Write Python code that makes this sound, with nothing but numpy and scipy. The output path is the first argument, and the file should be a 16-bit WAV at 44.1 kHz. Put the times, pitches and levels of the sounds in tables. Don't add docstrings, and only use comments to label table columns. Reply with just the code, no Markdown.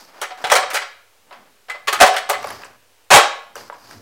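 import sys
import numpy as np
from scipy import signal
from scipy.fft import rfft, irfft
from scipy.io import wavfile
from scipy.ndimage import uniform_filter1d

SR = 44100
rng = np.random.default_rng(int(sys.argv[2]) if len(sys.argv) > 2 else 0)


def dump(signal):
    limited = np.clip(np.atleast_2d(signal).T, -1, 1)
    pcm = np.round(limited * 32767).astype(np.int16)
    wavfile.write(sys.argv[1], SR, pcm)


def makeup_ratio(level_db):
    decades = np.asarray(level_db, float) / 20
    return 10 ** decades


N = 177105

# (start [s], firmest [s], end [s], rub level [dB], scuff level [dB])
STROKES = [(0.0, -0, 0.099, -45.5, -46), (0.077, 0.214, 0.3, -54.5, -42), (0.373, 0.426, 0.46, -47.5, -38),
           (1.268, 1.365, 1.515, -73, -48.5), (1.843, 1.867, 1.78, -39.5, -43),
           (2.382, 2.486, 2.66, -41.5, -36), (2.604, 2.671, 2.766, -57, -44.5),
           (3.554, 3.579, 3.69, -42, -38.5), (3.7, 3.742, 3.77, -57, -43.5),
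           (3.76, 3.928, 4.03, -47.5, -45.5)]
# (frequency [Hz], width [Hz], level [dB])
RUB_RESONANCES = [(4870, 800, 8), (6120, 1400, -3), (12500, 5000, -8)]
# (time [s], hold [s], top thud level [dB], frame rumble level [dB])
LEANS = [(0.0, 0.038, -88, -59), (0.495, 0.061, -68, -52), (0.6, 0.14, -70.5, -70),
         (1.377, .02, -73.5, -55.5), (1.913, .02, -66, -80), (2.02, 0.015, -57, -46),
         (2.412, 0.16, -52, -51), (2.695, 0.032, -75, -70.5), (3.25, 0.018, -112, -60),
         (3.6, 0.03, -63, -54), (3.934, 0.098, -53, -50.5)]
# (frequency [Hz], density [dB per Hz])
HUSH_SPECTRUM = [(12, -34), (20, -12), (27, -40), (101, -15.5), (120, -43), (367, -20.5), (485, -13),
                 (527, -17), (2320, -21), (2820, -20.5), (3440, -23), (4180, -23.5), (16000, -30)]
# (time [s], peak level [dB], high-mode level [dB], favoured mode [Hz])
DROPS = [(0.2152, -16.5, -3.5, 1188), (0.2206, -17.5, -13, 737), (0.2326, -19, -25.5, 2030),
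         (0.2506, -33, -28.5, 740), (0.3055, -25, -22, 755), (0.376, -35, -9.5, 1110),
         (0.4407, -12, -14, 761), (0.4694, -18.5, -8, 900), (0.4998, -6.5, -13, 1960),
         (0.5174, -1, -5, 515), (0.553, -3.5, -7.5, 1074), (0.5816, -10.5, -24, 742),
         (0.6257, -17.5, -24, 640), (0.7022, -16.5, -10, 1493), (0.733, -18.5, -6, 720),
         (0.744, -9.5, -5.5, 1446), (0.7654, -7, -15, 2002), (0.8185, -17.5, -19, 1365),
         (1.309, -33.5, -31.5, 870), (1.326, -31.5, -16, 1130), (1.6844, -30, -19.5, 600),
         (1.698, -13.5, -15, 2030), (1.7433, -29.5, -29.5, 600), (1.927, -8, -9, 1236),
         (1.9494, -14.5, -28.5, 1150), (1.9908, -16.5, -19, 1870), (2.063, -8, -9.5, 668),
         (2.143, -16.5, -19, 710), (2.165, -8, -12, 3350), (2.3308, -14, -27, 1110)]
# (start [s], length [s], peak level [dB], high-mode level [dB], favoured mode [Hz])
COLLAPSES = [
    (1.88, .005, -7, -11, 1108),
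    (2.009, .023, 2.5, -8, 753),
    (2.298, .005, -9.5, -6.5, 778),
    (3.111, .021, 0.5, -7, 626),
    (3.1397, .032, 2.5, -3, 802),
    (3.1824, .02, -6.5, -21, 1254),
    (3.231, .005, -12, -22, 1215),
]
# (frequency [Hz], level [dB], T60 [s])
TIN_MODES = [(553, -7, .1), (590, -7, .1), (750, -1, .12), (843, -6, .1), (986, -8, .1), (1113, -9, .08),
             (1169, -9, .08), (1274, -4, .11), (1372, -9, .09), (1510, -9, .09), (1670, -11, .09),
             (1852, -9, .09), (2030, -7, .12), (2304, -12, .08), (2520, -11, .09), (2972, -12, .08),
             (3280, -14, .1), (3925, -15, .09), (4350, -15, .07), (7200, -24, .06), (8600, -24, .04)]
# (frequency [Hz], level [dB])
SHEET_ENVELOPE = [(250, -61), (420, -18), (750, -12.5), (1500, -7), (3000, -9.5), (6000, -14), (9000, -16),
                  (12000, -24), (16000, -25)]
# (time [s], peak level [dB])
CRACKS = [(0.2164, -15.5), (0.521, -15.5), (0.7053, -14.5), (0.7402, -8), (1.931, -1.5), (2.14, -18),
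          (2.165, -11.5), (2.2972, 2.5), (2.3064, -24), (2.3381, -26.5), (2.4284, -26), (3.5568, -19),
          (3.5648, -38)]
# (frequency [Hz], T60 [s])
ROOM_T60 = [(150, 0.16), (500, 0.46), (1500, 0.49), (4000, 0.46), (7000, 0.33), (10000, 0.15), (16000, .11)]
# (time [s], peak level [dB])
BUMPS = [
    (0.439, -33),
    (0.52, -46),
    (1.877, -54),
    (1.926, -42),
    (2.013, -33),
    (2.294, -43),
    (3.112, -21),
    (3.141, -4),
]
# (time [s], peak level [dB], low-mode level [dB], high-mode level [dB], favoured mode [Hz])
TICKS = [(2.429, -16, -4, -9, 4800), (2.4423, -13, 7.5, -13, 629), (2.4715, -21, 8, -7, 1131),
         (2.5038, -14.5, -3, -9, 551), (2.5133, -23, 7.5, -17, 1185), (2.6347, -15.5, -9.5, -37, 1680),
         (2.6485, -27.5, 4.5, -1, 1046), (3.5553, -17, 0, -2, 1580), (3.565, -22, 5, -7, 2910),
         (3.699, -15, 4.5, -49, 1090), (3.725, -27, 10.5, -30, 998), (3.743, -32, 1, -30, 935),
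         (3.910, -21, -9, -8, 1200), (3.9208, -30, -6, -20, 770)]
# (time [s], peak level [dB], ring [Hz], T60 [s])
LINKS = [
    (2.447, -46, 14300, 0.087),
    (2.472, -36, 10600, 0.024),
    (2.506, -33.5, 11000, 0.022),
    (2.525, -52, 14300, .06),
    (2.646, -39, 7800, 0.013),
    (3.732, -53, 7600, 0.068),
]


def on_log(table, hz):
    table = np.array(table)
    return np.interp(np.log(np.maximum(hz, 1)), np.log(table[:, 0]), table[:, 1])


def unit(x):
    return x / np.sqrt(np.mean(x ** 2))


def band(x, hz, width):
    return signal.lfilter(*signal.iirpeak(min(hz, .45 * SR), hz / width, fs=SR), x)


def rings(hz, t60, size):
    t = np.arange(size) / SR
    decay = np.exp(-np.log(1000) * t / t60[:, None])
    return np.sin(2 * np.pi * hz[:, None] * t) * decay


def blows(events, hz, db, t60, scatter_db, bounce_db, spot_db, size):
    spots, bounces = 3, 16
    ring = rings(hz, t60, size)
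    out = np.zeros(N + 3 * size)
    mode_draws = rng.standard_normal((len(events), spots, len(hz)))
    bounce_times = rng.random((len(events), spots, bounces))
    bounce_forces = rng.standard_normal((len(events), spots, bounces))
    groups = np.digitize(hz, [1200, 5500])
    middle_share = np.clip(np.log(hz / 1200) / np.log(5500 / 1200), 0, 1)
    for event, weights, when, force in zip(events, mode_draws, bounce_times, bounce_forces):
        s, peak_db, low_db, high_db, rattle_s, spot_hz = event
        belly_db = spot_db * np.exp(-(np.log(hz / spot_hz) / .022) ** 2)
        tilt_db = 0.24 * high_db * middle_share
        sign = np.sign(np.roll(weights, 1))
        gain = makeup_ratio(db + belly_db + tilt_db + scatter_db * weights) * sign
        span = int(3 * np.clip(rattle_s, .0005, .03) * SR) + 1
        bounce = makeup_ratio(bounce_db) * force * np.exp(-(1.306 * when) ** 2)
        places = (when * span).astype(int)
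        trains = np.array([np.bincount(places[k], bounce[k], span) for k in range(spots)])
        trains[0, 0] += 1
        start = int(s * SR)
        for group, group_db in enumerate((low_db, 0, high_db)):
            members = groups == group
            response = gain[:, members] @ ring[members]
            part = signal.fftconvolve(trains, response, axes=1).sum(0)
            top = np.sqrt(2 * uniform_filter1d(part ** 2, size=180).max())
            out[start:start + len(part)] += makeup_ratio(peak_db + group_db) * part / top
    return out[:N]


def knocks(events, hz, width, trim_db):
    pulses = np.zeros(N)
    for s, db in events:
        pulses[int(s * SR)] += makeup_ratio(db + trim_db) * SR / width
    return band(band(pulses, hz, width), hz, width)


def hand():
    t = np.arange(N) / SR
    out = np.zeros(N)
    grain = makeup_ratio(1.7 * unit(uniform_filter1d(rng.standard_normal(N), size=200)))
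    rub = unit(sum(makeup_ratio(db) * band(grain * rng.standard_normal(N), hz, width)
                   for hz, width, db in RUB_RESONANCES))
    scuff = unit(band(band(grain * rng.standard_normal(N), 690.0, 1500.0), 900., 1300.0))
    edge_db = -12.5
    for start, firm, end, rub_db, scuff_db in STROKES:
        times = [start - .02, start, firm, end, end + .05]
        pressure = makeup_ratio(np.interp(t, times, [-80, edge_db, 0, edge_db, -80]))
        out += pressure * (makeup_ratio(rub_db) * rub + makeup_ratio(scuff_db) * scuff)
    return out


def table():
    t = np.arange(N) / SR
    s, hold, thud_db, rumble_db = np.transpose(LEANS)[:, :, None]
    thud = unit(band(band(rng.standard_normal(N), 100.0, 29.0), 112., 47.0))
    rumble = unit(band(band(rng.standard_normal(N), 230.0, 180.0), 250., 250.))
    rise_db_s, fall_db_s = 153, 112
    lean_db = -rise_db_s * np.maximum(s - t, 0) - fall_db_s * np.maximum(t - s - hold, 0)
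    rest = makeup_ratio(-83)
    thud_gain = rest + makeup_ratio(lean_db + thud_db).sum(0)
    rumble_gain = rest + makeup_ratio(lean_db + rumble_db).sum(0)
    return thud_gain * thud + rumble_gain * rumble


def hush():
    shape = makeup_ratio(on_log(HUSH_SPECTRUM, np.fft.rfftfreq(N, 1 / SR)))
    return makeup_ratio(-57.5) * unit(irfft(rfft(rng.standard_normal(N)) * shape, N))


def landings():
    rows = list(DROPS)
    gap_s, sag_db_s, dull_db_s = .0093, -120, -200
    for start, length, peak_db, high_db, hz in COLLAPSES:
        t = np.arange(0, length, gap_s)
        level_draw, time_draw, mode_draw = rng.standard_normal((20, 3))[:len(t)].T
        later = t > 0
        times = start + t + .0015 * time_draw * later
        db = peak_db + sag_db_s * t - 0.5 * level_draw * later
        rows += zip(times, db, high_db + dull_db_s * t, hz * (1 + 0.013 * mode_draw))
        rows.append((start - .007, peak_db - 6, high_db, hz))
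    rim_hz, rattle_s = 876, .0088
    events = []
    for s, db, high_db, hz in rows:
        low_db = 2.5 - 13.5 * max(np.log2(hz / rim_hz), 0)
        events.append((s, db, low_db, high_db, rattle_s, hz))
    return events


def tin():
    hz, db, t60 = np.transpose(TIN_MODES)
    small = 300 + 15700 * ((np.arange(500) + rng.random(500)) / 500) ** 1.5
    small_t60 = 0.076 * (small / 1000) ** -0.34
    all_hz = np.r_[hz, small]
    all_db = np.r_[db + 2.5, on_log(SHEET_ENVELOPE, small)]
    all_t60 = np.r_[t60, small_t60]
    return makeup_ratio(-5.5) * blows(landings(), all_hz, all_db, all_t60,
                             scatter_db=3.0, bounce_db=-9.5, spot_db=12.0, size=4000)


def cracks():
    return knocks(CRACKS, 12000.0, 7900.0, trim_db=-10.0)


def room(x):
    t = np.arange(30000) / SR
    tail = 0
    for hz in 150 * 2 ** np.arange(0, 6.9, 1 / 3):
        noise = band(band(rng.standard_normal(len(t)), hz, hz / 3), hz, hz / 2)
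        tail = tail + noise * np.exp(-np.log(1000) * t / on_log(ROOM_T60, hz))
    gap_s = 0.0016
    tail = rfft(tail * np.clip(t / gap_s - 1, 0, 1))
    tail = irfft(tail / np.sqrt(uniform_filter1d(abs(tail) ** 2, size=45)), len(t))[:24000]
    return makeup_ratio(-7.5) * signal.fftconvolve(x, tail / np.sqrt(np.sum(tail ** 2)))[:N]


def bumps():
    return knocks(BUMPS, 150., 88.0, trim_db=-13.5)


def buttons():
    hz = 350 * 2 ** (5.5 * (np.arange(60) + rng.random(60)) / 60)
    db = on_log(SHEET_ENVELOPE, hz) - 3 * np.log2(hz / 1000)
    t60 = 0.025 * (hz / 1000) ** -.4
    rattle_s = .0025
    events = [(s, peak_db, low_db, high_db, rattle_s, spot_hz)
              for s, peak_db, low_db, high_db, spot_hz in TICKS]
    return makeup_ratio(-12.0) * blows(events, hz, db, t60,
                              scatter_db=-2.5, bounce_db=-14.5, spot_db=20.0, size=2500)


def bracelet():
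    out = np.zeros(N)
    for s, db, hz, t60 in LINKS:
        start = int(s * SR)
        pair = rings(hz * np.array([1, 1.013]), np.array([t60, 0.7 * t60]), size=4000)
        out[start:start + 4000] += makeup_ratio(db) * pair.sum(0)
    return out


def scene():
    no_bass = signal.butter(5, 340., "high", fs=SR, output="sos")
    struck = signal.sosfilt(no_bass, tin() + buttons()) + cracks()
    near = hand() + table() + bumps() + bracelet()
    return (struck + room(struck) + near + hush())[None]


def roll_off(x):
    return signal.sosfilt(signal.butter(12, 16250, fs=SR, output="sos"), x)


def record(dry):
    clipped = np.clip(dry, -1.02, .98)
    low_pass = signal.ellip(8, .2, 50, 15850, fs=SR, output="sos")
    cut = signal.sosfilt(low_pass, clipped)
    mix = np.clip(cut, -1, 1) + .001
    return roll_off(mix)


dry = scene()
out = record(dry)
dump(out)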